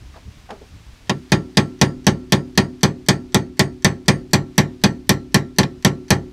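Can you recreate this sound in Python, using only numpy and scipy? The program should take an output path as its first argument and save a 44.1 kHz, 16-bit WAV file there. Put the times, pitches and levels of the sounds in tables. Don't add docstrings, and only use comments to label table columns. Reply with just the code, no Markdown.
import sys
import numpy as np
from scipy import signal
from scipy.fft import rfft, irfft
from scipy.io import wavfile

SR = 44100
rng = np.random.default_rng(int(sys.argv[2]) if len(sys.argv) > 2 else 0)


def wav_out(sig):
    wavfile.write(sys.argv[1], SR, np.round(np.clip(np.atleast_2d(sig).T, -1, 1) * 32767).astype(np.int16))


def voltage_ratio(decibels):
    exponent = np.asarray(decibels, float) / 20
    return 10 ** exponent


N = 278712


def rms_one(x):
    return x / np.sqrt(np.mean(x ** 2) + 1e-20)


def at_hz(points, hz):
    table_hz, values = np.array(points).T
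    return np.interp(np.log(hz), np.log(table_hz), values)


def bandpass(x, low_hz, high_hz):
    return signal.sosfilt(signal.butter(2, [low_hz, high_hz], "band", fs=SR, output="sos"), x)


def coloured(spectrum):
    hz = np.maximum(np.fft.rfftfreq(N, 1 / SR), 1)
    inside = (hz > spectrum[0][0]) & (hz < spectrum[-1][0])
    white = rfft(rng.standard_normal(N))
    return rms_one(irfft(white * voltage_ratio(at_hz(spectrum, hz)) * inside, N))


def drift(rate_hz):
    r = np.exp(-2 * np.pi * rate_hz / SR)
    wander = signal.lfilter([1], [1, -2 * r, r * r], rng.standard_normal(N + SR))
    return rms_one(wander[SR:])


def ring(at_s, sizes, hz, t60):
    clicks = np.full(N, 1e-18)
    clicks[np.round(np.asarray(at_s) * SR).astype(int)] = sizes
    r, w = voltage_ratio(-60 / (t60 * SR)), 2 * np.pi * hz / SR
    return signal.lfilter([0, np.sin(w)], [1, -2 * r * np.cos(w), r * r], clicks)


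# (time after the blow [ms], level [dB])
BOUNCE_HITS = [(0.0, 0), (1.5, -3), (5.5, -6), (7.0, -4), (11.0, -9), (15.0, -13), (21.0, -16)]
# (frequency [Hz], level [dB per Hz])
CRACK_COLOUR = [(130, 0), (300, -3.5), (600, -2), (1300, -0.5), (2000, 3), (2900, 1), (4400, 4.5),
                (6300, 1.5), (8500, -11), (12000, -11.5), (14000, -29), (16000, -42)]
# (frequency [Hz], time to fall 60 dB [s])
CLATTER_DECAY = [(130, .45), (350, .35), (800, .15), (2000, .115), (4000, .09), (9000, .085), (16000, .075)]
# (frequency [Hz], share that repeats at each blow [0-1])
BLOW_SAMENESS = [(600, 0.98), (1700, 0.82), (3400, 0.87), (6800, 0.12), (16000, 0.037)]


def crack(s, peak_db, bright_db, body_db, lasting):
    bounce_t60, bounce_dulling_db = 0.0026, 0.36
    tail_db, late_db = -8.5, -37.0
    tail_dulling_db = 1.5
    t, out = np.arange(round(.28 * SR)) / SR, np.zeros(N + SR)
    fresh = rng.standard_normal((len(s), len(t)))
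    same = rng.standard_normal(len(t))
    wobble_db = 2 * rng.standard_normal((len(s), len(BOUNCE_HITS)))
    bursts = 0
    for k, (ms, db) in enumerate(BOUNCE_HITS):
        since = t - ms / 1000
        burst = (since >= 0) * voltage_ratio(-60 * np.abs(since) / bounce_t60)
        bursts = bursts + voltage_ratio(db + wobble_db[:, [k]]) * burst
    edges = 130 * 2 ** np.arange(0, 7.1, .35)
    blows = 0
    for low, high in zip(edges, edges[1:]):
        hz = np.sqrt(low * high)
        share = np.clip(at_hz(BLOW_SAMENESS, hz), 0, 1)
        t60 = at_hz(CLATTER_DECAY, hz) * lasting[:, None]
        fall = voltage_ratio(-60 * t / t60 - tail_dulling_db * hz / 1000)
        rise = 1 - np.exp(-t / (.0002 + 1.5 / hz))
        envelope = bursts * voltage_ratio(-bounce_dulling_db * hz * t)
        envelope = envelope + voltage_ratio(tail_db) * fall + voltage_ratio(late_db) * fall ** 0.48
        noise = (np.sqrt(share) * same + np.sqrt(1 - share) * fresh) * envelope * rise
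        tilt = np.interp(np.log2(hz / 2000), [-1, 0, 1, 2], [1, 0, 0, 1])
        tilt_db = tilt * (body_db if hz < 2000 else bright_db)
        level_db = peak_db + 9.5 + at_hz(CRACK_COLOUR, hz) + tilt_db + rng.standard_normal(len(s))
        blows = blows + bandpass(noise, low, high) * voltage_ratio(level_db)[:, None]
    for at, blow in zip(np.round(s * SR).astype(int), blows):
        out[at:at + len(t)] += blow
    return out[:N]


def tick(s, level_db):
    t, out = np.arange(round(.02 * SR)) / SR, np.zeros(N)
    envelope = voltage_ratio(-60 * t / 0.0088) * np.minimum(t / 0.00032, 1)
    snap = bandpass(rng.standard_normal((len(s), len(t))) * envelope, 6960, 12600)
    for at, db, click in zip(np.round(s * SR).astype(int), level_db, snap):
        out[at:at + len(t)] += voltage_ratio(db) * click
    return out


# (frequency [Hz], level [dB], time to fall 60 dB [s])
STEEL_MODES = [(364.3, -40, 0.97), (618, -19.5, 0.11), (773, -29.5, 0.18), (808.4, -22.5, 0.2),
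               (860, -18, 0.14), (951.7, -24, 0.2), (1089, -25, 0.2), (1164, -33.5, 0.19), (1345, -31, .33),
               (1448, -26, .09), (1600, -26, .06), (1760, -19, .09), (1803, -16, .09), (1868, -18, .085),
               (1980, -20, .08), (2442, -23, .07), (3200, -16, 0.11), (4400, -42, 0.056), (5700, -49, 0.11)]


def steel(s, peak_db, body_db, lasting):
    t, out = np.arange(round(.3 * SR)) / SR, np.zeros(N + SR)
    hz, level_db, t60 = np.repeat(np.transpose(STEEL_MODES), 3, axis=1)[:, :, None]
    held = np.clip((hz - 1000) / 3000, 0, 1)
    build_up = 1 - np.exp(-t / .001)
    grip = rng.standard_normal((len(s), 2, len(hz), 1))
    for k, (strength, detune) in enumerate(grip):
        size = voltage_ratio(peak_db[k] - 1.5 + level_db + (-2 - held) * body_db[k] + 2 * strength)
        shifted_hz = hz * (1 + (.004 + .02 * held) * detune)
        modes = size * np.sin(2 * np.pi * shifted_hz * t) * voltage_ratio(-60 * t / (t60 * lasting[k]))
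        out[round(s[k] * SR):][:len(t)] += modes.sum(axis=0) * build_up
    return out[:N]


# (frequency [Hz], width [Hz], level [dB], time to fall 60 dB [s])
CHISEL_RING = [(1826, 200, -15.5, 0.17), (2430, 67, -14.5, 0.095), (3520, 490, -11.5, 0.076),
               (4460, 300, -35, 0.28), (4780, 520, -12, 0.066), (5150, 200, -53, 0.37),
               (6310, 110, -36.5, 0.23), (6364, 120, -15, 0.053), (8200, 510, -33, 0.18)]


def chisel(s, level_db, bite):
    shank_above_hz = 4000
    t, out = np.arange(round(.28 * SR)) / SR, np.zeros(N + SR)
    grip = rng.standard_normal((len(s), len(CHISEL_RING), 2))
    for k, at in enumerate(np.round(s * SR).astype(int)):
        shake = rng.standard_normal(len(t))
        for (hz, width_hz, db, t60), (strength, shift) in zip(CHISEL_RING, grip[k]):
            centre = hz * (1 + .008 * shift) * (bite[k] if hz > shank_above_hz else 1)
            peak = signal.iirpeak(centre, centre / (1.5 * width_hz), fs=SR)
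            blur = rms_one(signal.lfilter(*peak, signal.lfilter(*peak, shake)))
            out[at:at + len(t)] += blur * voltage_ratio(level_db[k] + db + 1.5 * strength - 60 * t / t60)
    return out[:N]


# (frequency [Hz], level [dB], time to fall 60 dB [s], side of the still line [+1 or -1])
PANEL_MODES = [(46.8, -23.5, 0.04, -1), (62.0, -32.4, 0.62, -1), (86.6, -18.4, 0.13, 1),
               (98.1, -19.4, 0.33, -1), (124.2, -16.1, 0.2, 1), (139.1, -26.2, 0.3, 1),
               (149.0, -12.2, 0.21, -1), (158.1, -26.5, 0.29, -1), (183.9, -12.5, 0.2, -1),
               (208.0, -9.1, 0.17, 1), (215.9, -23.5, 0.31, 1), (241.3, -7.6, 0.04, -1),
               (244.3, -20.9, 0.33, 1), (251.9, -27.8, 0.9, 1), (258.0, -15.6, 0.22, 1),
               (289.7, -32.0, 0.9, 1), (299.0, -29.6, 0.34, -1), (315.9, -22.8, 0.25, 1),
               (345.5, -23.3, 0.24, 1), (355.2, -27.4, 0.48, 1), (369.8, -33.5, 0.9, -1),
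               (380.6, -16.0, 0.18, 1), (392.0, -39.4, 0.9, -1), (440.0, -22.1, 0.18, 1),
               (506.4, -21.2, 0.04, -1), (523.6, -22.6, 0.08, 1), (569.4, -31.0, 0.24, 1),
               (698.6, -39.6, 0.18, -1)]


def panel(s, boom_db):
    out = np.zeros(N)
    for hz, level_db, t60, side in PANEL_MODES:
        travel_s = 0.0019 * np.sqrt(200 / hz)
        reach = np.clip(220 / hz, 1, 2)
        scatter_db = 1.73 * rng.standard_normal(len(s))
        out += ring(s + travel_s, side * voltage_ratio(level_db + reach * boom_db + scatter_db), hz, t60)
    return out


# (time [s], level [dB], pitch [Hz], time to fall 60 dB [s])
SEATING_KNOCKS = [
    (.140, -38, 1190, 0.11),
    (.160, -28, 650, 0.13),
    (0.49, -30, 750, 0.19),
    (.504, -13, 755, 0.04),
    (.513, -24, 636, 0.15),
    (.525, -31, 401, 0.28),
    (.613, -28, 426, 0.12),
]


def knocks():
    t, out = np.arange(round(.2 * SR)) / SR, np.zeros(N)
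    treble = signal.butter(2, 3500, fs=SR, output="sos")
    for s, peak_db, hz, t60 in SEATING_KNOCKS:
        puff = rng.standard_normal(len(t)) * np.minimum(t / .003, 1)
        thud = 1.66 * bandpass(puff, .5 * hz, 1.6 * hz) * voltage_ratio(-60 * t / t60)
        faint_tick = signal.sosfilt(treble, puff) * voltage_ratio(-13 - 60 * t / .045)
        mode = 0.32 * np.sin(2 * np.pi * hz * t) * voltage_ratio(-60 * t / (1.04 * t60))
        out[round(s * SR):][:len(t)] += voltage_ratio(peak_db) * (thud + mode + faint_tick)
    return out


# (time [s], level [dB], dying away [dB per s])
WIND_GUSTS = [
    (0.045, -30.5, 220),
    (0.28, -34, 64),
    (0.488, -46, 53),
    (0.658, -46, 44),
    (0.876, -41.5, 399),
    (0.934, -42, 19),
]
# (frequency [Hz], level [dB per Hz])
WIND_COLOUR = [(18, -12), (40, -2), (70, 0), (130, -8), (200, -13), (300, -17), (450, -25)]
# (frequency [Hz], level [dB per Hz])
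HISS_COLOUR = [(260, -49), (450, -5.5), (1130, -5.5), (1310, -7), (2330, -6.5), (4650, -9.5), (5830, -11.5),
               (13600, -27), (15800, -27), (16500, -38)]


def air(first_blow_s):
    rise_db_per_s, calm_db, under_blows_db = 330, -45, -48
    t = np.arange(N) / SR
    s, db, dying = np.transpose(WIND_GUSTS)[:, :, None]
    gust_db = np.max(db - np.where(t < s, rise_db_per_s * (s - t), dying * (t - s)), axis=0)
    since = np.maximum(t - first_blow_s, 0)
    wind_db = np.where(since > 0, under_blows_db, np.maximum(gust_db, calm_db))
    steady, lumps_db = coloured(WIND_COLOUR), 3 * drift(14)
    thump = signal.sosfiltfilt(signal.butter(1, 130, fs=SR, output="sos"), steady)
    flutter_db = -46.5 + 0.48 * (wind_db + 46.5)
    wind = (thump * voltage_ratio(wind_db) + (steady - thump) * voltage_ratio(flutter_db)) * voltage_ratio(lumps_db)
    hiss_db = -53.5 - 4.5 * (1 - np.exp(-since / 0.86))
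    return wind + coloured(HISS_COLOUR) * voltage_ratio(hiss_db + .6 * drift(6))


def ghost(sharp):
    edge = signal.sosfilt(signal.butter(2, 1200, "high", fs=SR, output="sos"), sharp)
    return voltage_ratio(-39 + 3 * drift(8)) * np.roll(edge, -1024)


# (time [s], level [dB], top-octave brightness [dB], chisel ring [dB], chisel pitch [Hz])
HAMMER_BLOWS = [(1.0945, -0.5, -29, -17, 6800), (1.3188, 0, -9.5, -6.5, 6780), (1.5705, 0.5, -5, -5, 6600),
                (1.8129, 1, -7.5, -6, 6930), (2.0667, 1, -4, -8.5, 6600), (2.3215, 0, -1.5, -6.5, 6870),
                (2.575, 0, -1.5, -5, 6770), (2.831, 0, -0.5, -6, 6320), (3.085, 0, 3.5, -4, 6660),
                (3.344, -0.5, 1.5, -6, 6470), (3.5929, -1, 1, -2.5, 6700), (3.8451, 0, 2.5, -2.5, 6290),
                (4.0806, 0.5, -3, -2.5, 6660), (4.3321, 0, 4.5, -5.5, 6000), (4.579, 0, 5, -5, 5640),
                (4.837, 0, 0, -4, 6200), (5.0923, -0.5, 7, -4, 5980), (5.3433, -0.5, 6, -4.5, 5620),
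                (5.5844, 0, 3.5, -7, 5830), (5.6309, -7.5, -33, -11, 5540), (5.8472, 0, 2, -6, 5880),
                (6.104, 1, 0.5, -7.5, 6300)]


def scene():
    s, peak_db, bright_db, ring_db, pitch_hz = np.transpose(HAMMER_BLOWS)
    first_blow_s = s[0]
    s = s + .0004
    boom_db = 0.63 * peak_db + 0.32 * np.minimum(bright_db + 10.5, 0)
    body_db = np.full(len(s), 3.5)
    lasting = voltage_ratio(0.64 * np.minimum(boom_db, 0))
    sharp = crack(s, peak_db, bright_db, body_db, lasting) + steel(s, peak_db, body_db, lasting)
    mono = sharp + ghost(sharp)
    mono = mono + tick(s, -6.5 + peak_db + 0.62 * bright_db)
    mono = mono + chisel(s, peak_db + ring_db, pitch_hz / 6430)
    mono = mono + panel(s, boom_db + 0.077)
    knock_s, knock_db = np.transpose(SEATING_KNOCKS)[:2]
    mono = mono + knocks() + panel(knock_s, knock_db - 14)
    mono = mono + air(first_blow_s)
    return np.array([mono, mono])


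def roll_off(x):
    return signal.sosfilt(signal.butter(12, 16770, fs=SR, output="sos"), x)


def record(dry):
    pressed = dry / (1 + (dry / .95) ** 6) ** (1 / 6)
    cut = signal.sosfilt(signal.cheby2(10, 60, 16900, fs=SR, output="sos"), pressed)
    return roll_off(cut)


dry = scene()
out = record(dry)
wav_out(out)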